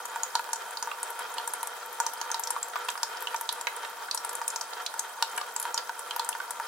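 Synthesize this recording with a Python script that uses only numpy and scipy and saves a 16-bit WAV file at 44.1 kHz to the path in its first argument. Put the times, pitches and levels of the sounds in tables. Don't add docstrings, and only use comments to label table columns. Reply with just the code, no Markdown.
import sys
import numpy as np
from scipy import signal
from scipy.io import wavfile

SR = 44100
rng = np.random.default_rng(int(sys.argv[2]) if len(sys.argv) > 2 else 0)


def master_out(mix):
    frames = np.transpose(np.atleast_2d(mix))
    ceiling = np.clip(frames, -1, 1)
    pcm = np.round(ceiling * 32767).astype(np.int16)
    wavfile.write(sys.argv[1], SR, pcm)


N = 294147

# (s, ping rms dB over 10 ms, bubble Hz, basin ring rms dB over 20 ms, left-right dB)
DROPS = [(0.0527, -44, 1380.0, -44.0, 0), (0.0545, -35, 9050, -51, 4.5),
         (0.1596, -48, 1380, -33, 2.0), (0.2333, -25, 6870, -37.5, 1),
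         (0.3532, -23.5, 4440, -27, -2), (0.3545, -44, 7500, -46, 1.0),
         (0.3943, -40.0, 1390, -35, -8), (0.4905, -48, 1270, -38, -5),
         (0.5317, -26.5, 7700, -34.5, 1), (0.533, -33.0, 6300.0, -50.0, -7),
         (0.559, -36.5, 6800, -42.5, 1), (0.708, -42, 9400, -44, 5),
         (0.7715, -32.5, 4440, -43.5, -1.0), (0.8264, -30, 6500, -35.5, 0.0),
         (0.8735, -56, 1400, -34.5, 1.0), (0.9154, -31.5, 1160, -61, -1.0),
         (0.9148, -36, 2700, -48, -4), (1.0303, -28.5, 9100, -39, 1.0),
         (1.1041, -37, 12300, -43, 4), (1.1922, -36.0, 10600, -41.5, -1.0),
         (1.3405, -39.5, 9560.0, -44, 3), (1.3823, -31.5, 3250, -34, -5),
         (1.476, -30.0, 9150, -35.5, 3.5), (1.5362, -28.5, 10100, -40, -1.0),
         (1.63, -34, 10400, -34, 6), (1.6723, -33.5, 9250, -42, 5),
         (1.8608, -44, 13140.0, -50, 3), (1.9283, -41, 12330.0, -64, 7),
         (2.0011, -26, 7300, -27, 1), (2.065, -27.5, 6030.0, -34.5, 0.0),
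         (2.1351, -37, 11900, -44, 5.0), (2.2139, -30.5, 4950, -35, -2),
         (2.2617, -45.0, 1130, -43.5, -1.0), (2.3025, -57, 1190.0, -35, 1.0),
         (2.3154, -27.5, 6540, -42, 1.5), (2.3438, -30.0, 4750.0, -33.5, -1),
         (2.3954, -29.5, 11760.0, -40.5, 3.0), (2.4366, -29.5, 7200, -57, 1.0),
         (2.4725, -31.5, 5800, -43.5, -1), (2.505, -25.0, 8800, -36, 3.5),
         (2.5638, -28.5, 1150, -41, 1), (2.6288, -28, 8000, -52, 3),
         (2.684, -41.0, 12500.0, -63, 1.0), (2.7355, -36, 1460, -50, -2),
         (2.7575, -29.5, 1190.0, -37, 3), (2.7635, -36, 1530, -39, -5),
         (2.848, -42, 9700.0, -54.0, 1.0), (2.8855, -42, 3220, -33, -3),
         (2.8883, -28.5, 3200, -34.5, -4), (2.9016, -35, 7300, -65, 7),
         (2.9544, -34.5, 1340, -50, -2), (2.977, -42.0, 5000.0, -40, 0.0),
         (3.0317, -24.5, 5530, -32.5, -1), (3.171, -41.5, 5500.0, -52, -3),
         (3.206, -42, 14000.0, -52.0, 1.0), (3.2241, -36.0, 12130.0, -42.0, 2.0),
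         (3.2714, -29, 3000, -40, -2.0), (3.3449, -48, 1530, -29.5, 0),
         (3.362, -34, 6540, -48.0, 1.0), (3.4111, -31.5, 12500, -38, 3.0),
         (3.4906, -25, 3700, -38, -2.0), (3.526, -32.0, 11000, -42.5, 1.0),
         (3.6115, -34, 7700, -41.5, 3), (3.6701, -25, 2060, -40, -2.0),
         (3.6755, -33, 1580, -63, 2), (3.764, -36.5, 10200, -65, -3.0),
         (3.8492, -40.5, 2800, -51, 0.0), (3.8495, -34.0, 1500, -54, -3),
         (4.085, -36.0, 1490.0, -48, 0.0), (4.112, -26, 4630, -49, -2),
         (4.1465, -27.0, 9260.0, -39, 4), (4.1753, -30.5, 5570.0, -43, 1),
         (4.248, -30.5, 9300, -38.5, 1), (4.2926, -32.5, 8500, -41, 1),
         (4.3302, -39, 12730.0, -42, 4), (4.3529, -31, 9600, -51, 4),
         (4.4158, -44, 1160, -34.5, 2.0), (4.4794, -24, 9200, -51.0, 0),
         (4.5025, -33, 7240, -58, 2.0), (4.5605, -29.5, 6330, -37, 2),
         (4.6113, -30.0, 5950, -40, 2), (4.7336, -37.5, 4600, -50, -2),
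         (4.8633, -28, 4240, -64, -2.0), (4.9403, -42, 1390, -40, -4),
         (4.9938, -25, 8300, -43, 3.0), (5.2245, -23.5, 3750, -28.5, 0.0),
         (5.2245, -26.5, 5470, -43, -1), (5.363, -39.0, 9400.0, -60, -4),
         (5.3768, -31, 9700, -39, 4), (5.3795, -28.5, 1640, -37.5, -1),
         (5.4132, -32, 1180, -54, 0.0), (5.4135, -38, 4430, -59, -4),
         (5.563, -27, 7460, -39.0, 1.5), (5.5988, -29, 10600, -46.0, 1.0),
         (5.615, -38, 11000.0, -50, 1.0), (5.6274, -31.5, 9700, -52.0, 3.0),
         (5.6533, -43, 1400, -32.5, -10), (5.7434, -27.5, 6740.0, -38, 1.0),
         (5.777, -25.0, 4720, -39.5, -1), (5.894, -35.5, 1480, -34.5, -7),
         (5.9929, -35.5, 9720.0, -42, 1), (6.1091, -30.5, 3160, -43.5, -2),
         (6.1629, -32.5, 13500, -36, 4.0), (6.1954, -29.5, 4460, -30.5, -2),
         (6.2468, -36.5, 8500, -44, 5), (6.29, -25.5, 9800, -36, 3),
         (6.3276, -36, 2780, -54.0, -3), (6.3507, -48, 1480, -36.5, 1.0),
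         (6.4017, -30.0, 1530, -42, -4), (6.5076, -32, 9540, -40, 6),
         (6.5992, -51, 1370, -32.5, -2)]
# (Hz, width Hz, dB under the stream, dB under a drop)
BASIN = [(447.5, 6.7, -10.5, -42), (493.5, 29.7, 0, -18), (609, 23, -10, -19.5), (734, 14, -0.5, -11.5), (918, 22.3, 3.5, 3.5), (950, 44, 3, -3),
         (1188, 108, -1.5, -13.5), (1352.6, 49, 4, -11), (1442, 37, -2, -4.5), (1497, 23, -11, -10), (1666, 22, -4.5, -5),
         (1786, 43, -15.5, -7.5), (2400, 62, -13.5, -17), (3094, 58, -5, -29), (3230, 30, -18, -37), (3700, 34, -11, -23)]
# (Hz, dB per Hz)
WASH = [(250, -3.5), (380, -2.5), (650, 9.5), (1100, 11.5), (1700, -6.5), (2300, -15.5), (4000, -6), (7500, -1.5), (10000, -.5), (13000, -8), (16000, -4)]
# (Hz, left-right likeness)
LIKENESS = [(60, 0.55), (300, 0.62), (650, 0.85), (1400, 0.66), (3100, 0), (6800, 0), (15000, 0)]
CUTOFF_HZ = 15850
# (Hz, dB per Hz)
AIR = [(30, -1), (90, -3), (160, -1), (250, 10), (400, -12), (1000, -23)]
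WASH_DB, STREAM_DB, SPRAY_DB, AIR_DB = -46, -40.5, -54.5, -75


def from_db(db):
    return 10 ** (np.asarray(db) / 20)


def rms_one(x):
    return x / np.sqrt(np.mean(x ** 2) + 1e-20)


def at_hz(points, hz):
    return np.interp(np.log(hz), np.log(np.array(points)[:, 0]), np.array(points)[:, 1])


def add(out, s, sound):
    i = int(np.clip(s * SR, 0, N - 1))
    out[:, i:i + sound.shape[1]] += sound[:, :N - i]


def drift(rate):
    r = np.exp(-80 * np.pi * rate / SR)
    slow = signal.lfilter([1], [1, -2 * r, r * r], rng.standard_normal(N // 40 + 2002))[2000:]
    return np.interp(np.arange(N) / 40, np.arange(len(slow)), rms_one(slow))


def resonate(x, hz, width_hz):
    r = np.exp(-np.pi * width_hz / SR)
    return signal.lfilter(np.array([1, 0, -1]) * (1 - r * r) / 2, [1, -2 * r * np.cos(2 * np.pi * hz / SR), r * r], x + 1e-18)


def spread(mid, side, hz):
    alike = np.clip(at_hz(LIKENESS, hz), -1, 1)
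    return np.sqrt(1 + alike) * mid + np.sqrt(1 - alike) * np.array([side, -side])


def patter(per_s, size_db):
    sizes = from_db(size_db * np.minimum(rng.exponential(1, N), 4))
    return sizes * rng.choice([-1, 1], N) * (rng.random(N) < per_s / SR)


def stream(per_s, size_db, surge_db):
    flow = from_db(surge_db * drift(9.6))
    impacts = np.array([patter(per_s, size_db), patter(per_s, size_db)]) * flow
    return rms_one(sum(from_db(level_db) * spread(*resonate(impacts, hz, width_hz), hz) for hz, width_hz, level_db, _ in BASIN))


def spray(per_s, size_db, low_hz, sharpness):
    pitches, out = np.geomspace(low_hz, 14000, num=14), np.zeros((2, N))
    for hz in pitches:
        fizz = resonate(patter(per_s / len(pitches), size_db), hz, hz / sharpness) / np.sqrt(hz)
        out += scatter(fizz, echo_db=8.0, fade_s=0.0037)[:, :N]
    return rms_one(out)


def scatter(sound, echo_db, fade_s):
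    t = np.arange(int(.03 * SR)) / SR
    paths = rng.standard_normal((3, len(t))) * (rng.random((3, len(t))) < .25) * np.exp(-t / fade_s) * (t > .0003)
    paths = paths[:2] + 0.23 * paths[2]
    paths *= from_db(echo_db) / np.sqrt(np.sum(paths ** 2, axis=1, keepdims=True))
    paths[:, 0] = 1
    return signal.fftconvolve(paths, sound[None], axes=1)


def at_level(sound, level_db, span_s):
    return sound * from_db(level_db) * np.sqrt(span_s * SR / np.sum(sound ** 2, axis=-1, keepdims=True))


def pings(cycles, rise, splash, splash_s, snap, clean_hz, lag_s):
    out, t = np.zeros((2, N)), np.arange(int(.06 * SR)) / SR
    for s, ping_db, hz, _, pan_db in DROPS:
        age = t * hz / cycles
        bubble = np.sin(2 * np.pi * hz * np.cumsum(1 + rise * (np.minimum(age, 1) - .1)) / SR) * from_db(-60 * age)
        burst = band(rng.standard_normal(len(t)) * np.exp(-t / splash_s), 0.76 * hz, 1.41 * hz, order=2)
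        crack = band(signal.unit_impulse(len(t)), 0.88 * hz, min(2.86 * hz, 13500), order=2)
        ragged = 1 / (1 + (clean_hz / hz) ** 2)
        drop = band(rms_one(bubble) + ragged * (splash * rms_one(burst) + snap * rms_one(crack)), 530, 10600, order=2)
        left, right = at_level(scatter(drop, echo_db=0.5, fade_s=.0032), ping_db, .01)
        right = np.roll(right, round(rng.normal(0, abs(lag_s)) * SR))
        add(out, s, np.array([left, right]) * from_db([[pan_db / 2], [-pan_db / 2]]))
    return out


def basin(push_hz, push_width_hz, vary_db, side):
    out, click = np.zeros((2, N)), signal.unit_impulse(int(.15 * SR))
    push = resonate(click, push_hz, push_width_hz)
    for s, _, _, ring_db, _ in DROPS:
        ring = 0
        for hz, width_hz, _, level_db in BASIN:
            strength, lean, detune = rng.standard_normal(3)
            ring = ring + from_db(level_db + vary_db * strength) * resonate(push, hz * (1 + 0.0029 * detune), width_hz) * (1 + side * lean * np.array([[1], [-1]]))
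        add(out, s, at_level(ring, ring_db, .02))
    return out


def room(x, t60, dull_hz, gap_s):
    t = np.arange(int(.5 * SR)) / SR
    tail = rng.standard_normal((2, len(t))) * from_db(-60 * t / t60) * np.clip(t / gap_s - .5, 0, 1)
    tail /= np.sqrt(np.sum(tail ** 2, axis=1, keepdims=True))
    tail = signal.sosfilt(signal.butter(1, min(dull_hz, .45 * SR), fs=SR, output="sos"), tail)
    return signal.fftconvolve(x, tail, axes=1)[:, :N]


def band(x, low_hz, high_hz, order):
    return signal.sosfilt(signal.butter(order, [low_hz, min(high_hz, .45 * SR)], "band", fs=SR, output="sos"), x + 1e-18)


def hiss(spectrum, patchy_db):
    span = spectrum[0][0], min(spectrum[-1][0], .4 * SR)
    out, together, edges = 0, drift(27), np.geomspace(*span, num=2 * len(spectrum))
    white = rng.standard_normal((2, 2, N))
    for k, (low, high) in enumerate(zip(edges, edges[1:])):
        hz = np.sqrt(low * high)
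        gain = from_db(at_hz(spectrum, hz) + patchy_db * (0.45 * together + drift(28)))
        out = out + gain * spread(*band(white[k % 2], low, high, order=2), hz)
    return rms_one(out)


def ticks(contact_s, low_hz, high_hz, vary_db):
    out, t = np.zeros((2, N)), np.arange(int(.005 * SR)) / SR
    for s, _, _, ring_db, pan_db in DROPS:
        tick = band(rng.standard_normal(len(t)) * np.exp(-t / contact_s), low_hz, high_hz, order=1)
        level_db = ring_db + vary_db * rng.standard_normal()
        add(out, s, at_level(scatter(tick, echo_db=1.5, fade_s=.003), level_db, .02))
    return out


def scene():
    plinks = from_db(-1.06) * pings(cycles=34.4, rise=0.068, splash=0.95, splash_s=0.0023, snap=0.49, clean_hz=1400, lag_s=.00004)
    plinks = plinks + from_db(-13.0) * ticks(contact_s=0.00018, low_hz=1500, high_hz=8600, vary_db=3.0)
    plinks = plinks + from_db(SPRAY_DB) * spray(per_s=260, size_db=4.0, low_hz=4480, sharpness=15)
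    rings = from_db(1.0) * basin(push_hz=1057, push_width_hz=423, vary_db=2.5, side=0.24)
    running = from_db(STREAM_DB) * stream(per_s=2600, size_db=2.5, surge_db=2.0) + from_db(WASH_DB) * hiss(WASH, patchy_db=2.14)
    wet = room(from_db(-8.5) * plinks + from_db(-13.5) * rings, t60=.21, dull_hz=9500, gap_s=0.004)
    water = signal.sosfilt(signal.butter(4, 380, "high", fs=SR, output="sos"), plinks + rings + running + wet)
    return water + from_db(AIR_DB) * hiss(AIR, patchy_db=3.5)


def record(dry):
    return signal.sosfilt(signal.ellip(10, .2, 70, CUTOFF_HZ, fs=SR, output="sos"), dry)


dry = scene()
out = record(dry)
master_out(out)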